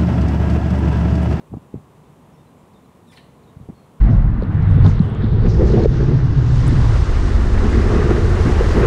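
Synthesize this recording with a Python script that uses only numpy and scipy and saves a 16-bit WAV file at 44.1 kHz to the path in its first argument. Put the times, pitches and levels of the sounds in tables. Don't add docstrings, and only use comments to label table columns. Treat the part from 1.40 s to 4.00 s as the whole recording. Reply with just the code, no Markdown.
import sys
import numpy as np
from scipy import signal
from scipy.fft import rfft, irfft, next_fast_len
from scipy.io import wavfile
from scipy.ndimage import map_coordinates

SR = 44100
rng = np.random.default_rng(int(sys.argv[2]) if len(sys.argv) > 2 else 0)


def log_audio(samples):
    frames = np.atleast_2d(samples).T
    limited = np.clip(frames, -1, 1)
    pcm = np.round(limited * 32767).astype(np.int16)
    wavfile.write(sys.argv[1], SR, pcm)


N = 114660

# f/Hz, relative density/dB
WASH_SPECTRUM = [(15, -35), (25, -23.5), (65, -8.5), (118, -5.5), (147, 0), (172, -3), (262, -6), (293, -9),
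                 (374, -11), (427, -10), (466, -11.5), (680, -16), (1040, -15), (1510, -27.5),
                 (2300, -30.5), (3670, -35), (5000, -43), (6500, -64), (11000, -120)]
# f/Hz, relative density/dB
HISS_SPECTRUM = [(1000, -1), (4500, -7), (5600, -0.5), (7300, 1), (9000, 0.5), (12000, -3), (15500, -7)]
# t/s, length/s, held f/Hz, opening drop/Hz, level/dB
WHISTLE_NOTES = [(0.637, .04, 3600, 100, -73), (0.924, 0.046, 5400, 1580, -71.5),
                 (.972, 0.059, 3626, 100, -70.5), (1.063, .025, 4000, 150, -70),
                 (1.177, .04, 7300, 100, -73), (1.335, 0.052, 3590, 2300, -65),
                 (1.444, 0.017, 4000, 101.3, -67), (2.033, 0.017, 3920, 905, -65),
                 (2.067, .04, 3750, 100, -67.5), (2.346, 0.067, 4300, 400, -68.5),
                 (2.418, 0.064, 4150, 100, -74)]
# t/s, peak level/dB, f/Hz (higher for a harder contact), rattle level/dB
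HANDLING_BUMPS = [(.108, -37, 100, -65), (0.1206, -25.5, 160, -53), (0.1318, -22.5, 125, -38),
                  (0.1408, -17.5, 267, -30.5), (0.1504, -20.5, 93, -56), (0.1584, -29, 173, -62),
                  (.1725, -18.5, 167, -40), (0.1796, -27.5, 169, -60), (0.343, -16, 259, -39),
                  (0.354, -26.5, 168, -36), (0.3619, -22, 127, -47), (0.378, -26, 134, -49),
                  (0.399, -37, 120, -62), (2.171, -29, 116, -61), (2.2029, -34, 210, -56),
                  (2.214, -27.5, 136, -54), (2.228, -38, 130, -60), (2.2371, -32.5, 99, -64),
                  (2.26, -37.5, 100, -58), (2.2893, -25, 300, -43), (2.2966, -28, 151, -49),
                  (2.3021, -21.5, 177, -43), (2.3244, -38, 230, -62), (2.334, -34.5, 121, -60)]
# f/Hz, relative density/dB
SHUDDER_SPECTRUM = [(25, -13), (55, 19), (110, 20), (200, 4), (290, -1.5), (400, 4.5), (700, -46),
                    (2000, -70)]
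# f/Hz, relative density/dB
RATTLE_SPECTRUM = [(100, -18), (250, -5.5), (450, -3), (620, -3), (760, 0), (900, -12), (1200, -14.5),
                   (1800, -31.5), (4000, -60)]
# t/s, f/Hz
CHIRP_CONTOUR = [(1.666, 2030), (1.685, 1820), (1.718, 1720), (1.725, 1030), (1.749, 940), (1.762, 2040),
                 (1.771, 2200), (1.774, 1950), (1.778, 980), (1.784, 850)]
# t/s, source level/dB, roughness (0-1), gain of upper harmonics and rasp/dB
CHIRP_FORCE = [(1.666, -64, 0.03, 3), (1.680, -60.5, 0.08, 5), (1.698, -55.5, 0.05, -5),
               (1.716, -55, 0.02, 5.5), (1.733, -48, 0.67, 0), (1.750, -63, 0.27, 7),
               (1.762, -51.5, 0.06, -3), (1.772, -45.5, 0.17, -9), (1.775, -38, 0.14, -7),
               (1.785, -54.5, 0.1, -10)]
HARMONICS_DB = [-12, 1.5, -14, -9, -12, -12]
# f/Hz, gain/dB
THROAT_RESPONSE = [(800, -12), (1500, 2), (1900, -4), (3000, -5.5), (4300, -6), (5200, -4), (6500, -12.5),
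                   (8600, -3.5), (11000, -8), (14000, -16)]
# delay/s, gain/dB
EARLY_REFLECTIONS = [(.0055, -12), (.0095, -11), (0.0141, -21)]


def amp(db):
    return 10 ** (np.asarray(db) / 20)


def gain_at(points, hz):
    f, db = np.transpose(points)
    return amp(np.interp(np.log(hz + 1), np.log(f + 1), db))


def wobble(knots_per_s):
    knots = rng.standard_normal(N // 8)
    return map_coordinates(knots, [np.arange(N) * knots_per_s / SR], mode="wrap")


def filtered(x, response):
    size = next_fast_len(N + SR // 2)
    return irfft(rfft(x, size) * response(np.fft.rfftfreq(size, 1 / SR)), size)[:N]


def noise(spectrum):
    coloured = filtered(rng.standard_normal(N), lambda hz: gain_at(spectrum, hz))
    return coloured / np.sqrt(np.mean(coloured ** 2) + 1e-20)


def echo(x, delay_s, t60_s):
    t = np.arange(SR) / SR
    onset = np.clip((t - delay_s) / 0.00081, 0, 1)
    tail = rng.standard_normal(SR) * amp(-60 * t / t60_s) * onset
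    return signal.fftconvolve(x, tail / np.linalg.norm(tail))[:N]


def microphone_hiss():
    return amp(-68.5) * noise(HISS_SPECTRUM)


def wind_and_water():
    swell_db = 0.19 * wobble(2.1)
    flutter_db = 0.45 * wobble(16)
    return amp(-48.5 + swell_db + flutter_db) * noise(WASH_SPECTRUM)


def far_birds(settle_s=0.005, attack_s=0.0046, release_s=0.02):
    t = np.arange(N) / SR
    song = np.zeros(N)
    waver = 1 + 0.00402 * wobble(160)
    for start, length, held_hz, drop_hz, db in WHISTLE_NOTES:
        age = np.maximum(t - start, 0)
        hz = (held_hz + drop_hz * np.exp(-age / settle_s)) * waver
        envelope = np.clip(age / attack_s, 0, 1) * np.clip((length - age) / release_s + .5, 0, 1)
        song += amp(db) * envelope * np.sin(2 * np.pi * np.cumsum(hz) / SR)
    return song + amp(-6) * echo(song, delay_s=0.014, t60_s=0.32)


def camera_handling(shudder_db=-11.5, shudder_t60_s=0.073, rattle_t60_s=0.039):
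    t = np.arange(N) / SR
    pushes, shudder_power, rattle_power = np.zeros((3, N))
    for peak_s, db, hz, rattle_db in HANDLING_BUMPS:
        spread = (np.pi * hz * (t - peak_s)) ** 2
        pushes += amp(db) * (1 - 2 * spread) * np.exp(-spread)
        age = np.maximum(t - peak_s + 0.004, 0)
        rise = 1 - np.exp(-age / 0.0012)
        shudder_power += (rise * amp(db + shudder_db - 60 * age / shudder_t60_s)) ** 2
        rattle_power += (rise * amp(rattle_db - 60 * age / rattle_t60_s)) ** 2
    shudder = np.sqrt(shudder_power) * noise(SHUDDER_SPECTRUM)
    rattle = np.sqrt(rattle_power) * noise(RATTLE_SPECTRUM)
    return pushes + shudder + rattle


def with_pond_echoes(call):
    def early_response(hz):
        return sum(amp(db) * np.exp(-2j * np.pi * hz * delay) for delay, db in EARLY_REFLECTIONS)

    early = filtered(call, early_response)
    reeds = amp(-1.5) * echo(call, delay_s=0.0048, t60_s=0.1)
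    bank = amp(-3.5) * echo(call, delay_s=0.017, t60_s=0.51)
    return call + early + reeds + bank


def waterbird(jitter_depth=0.19):
    t = np.arange(N) / SR
    times, *columns = np.transpose(CHIRP_FORCE)
    db, roughness, upper_db = [np.interp(t, times, column) for column in columns]
    gate = np.clip(np.minimum(t - times[0], times[-1] - t) / 0.0023, 0, 1)
    hz = np.interp(t, *np.transpose(CHIRP_CONTOUR))
    jitter = 1 + jitter_depth * roughness * wobble(1500)
    phase = 2 * np.pi * np.cumsum(hz * jitter) / SR
    harmonics = [amp(level) * np.sin(k * phase) for k, level in enumerate(HARMONICS_DB, 1)]
    rasp = amp(-5) * np.sqrt(roughness) * (1 + np.cos(phase)) * rng.standard_normal(N)
    voice = sum(harmonics[:2]) + amp(upper_db) * (sum(harmonics[2:]) + rasp)
    return filtered(gate * amp(db) * voice, lambda f: gain_at(THROAT_RESPONSE, f))


def scene():
    background = wind_and_water() + microphone_hiss()
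    return (background + camera_handling() + with_pond_echoes(waterbird()) + far_birds())[None]


def record(dry, top_hz=15700):
    return np.array([filtered(channel, lambda hz: hz < top_hz) for channel in dry])


dry = scene()
out = record(dry)
log_audio(out)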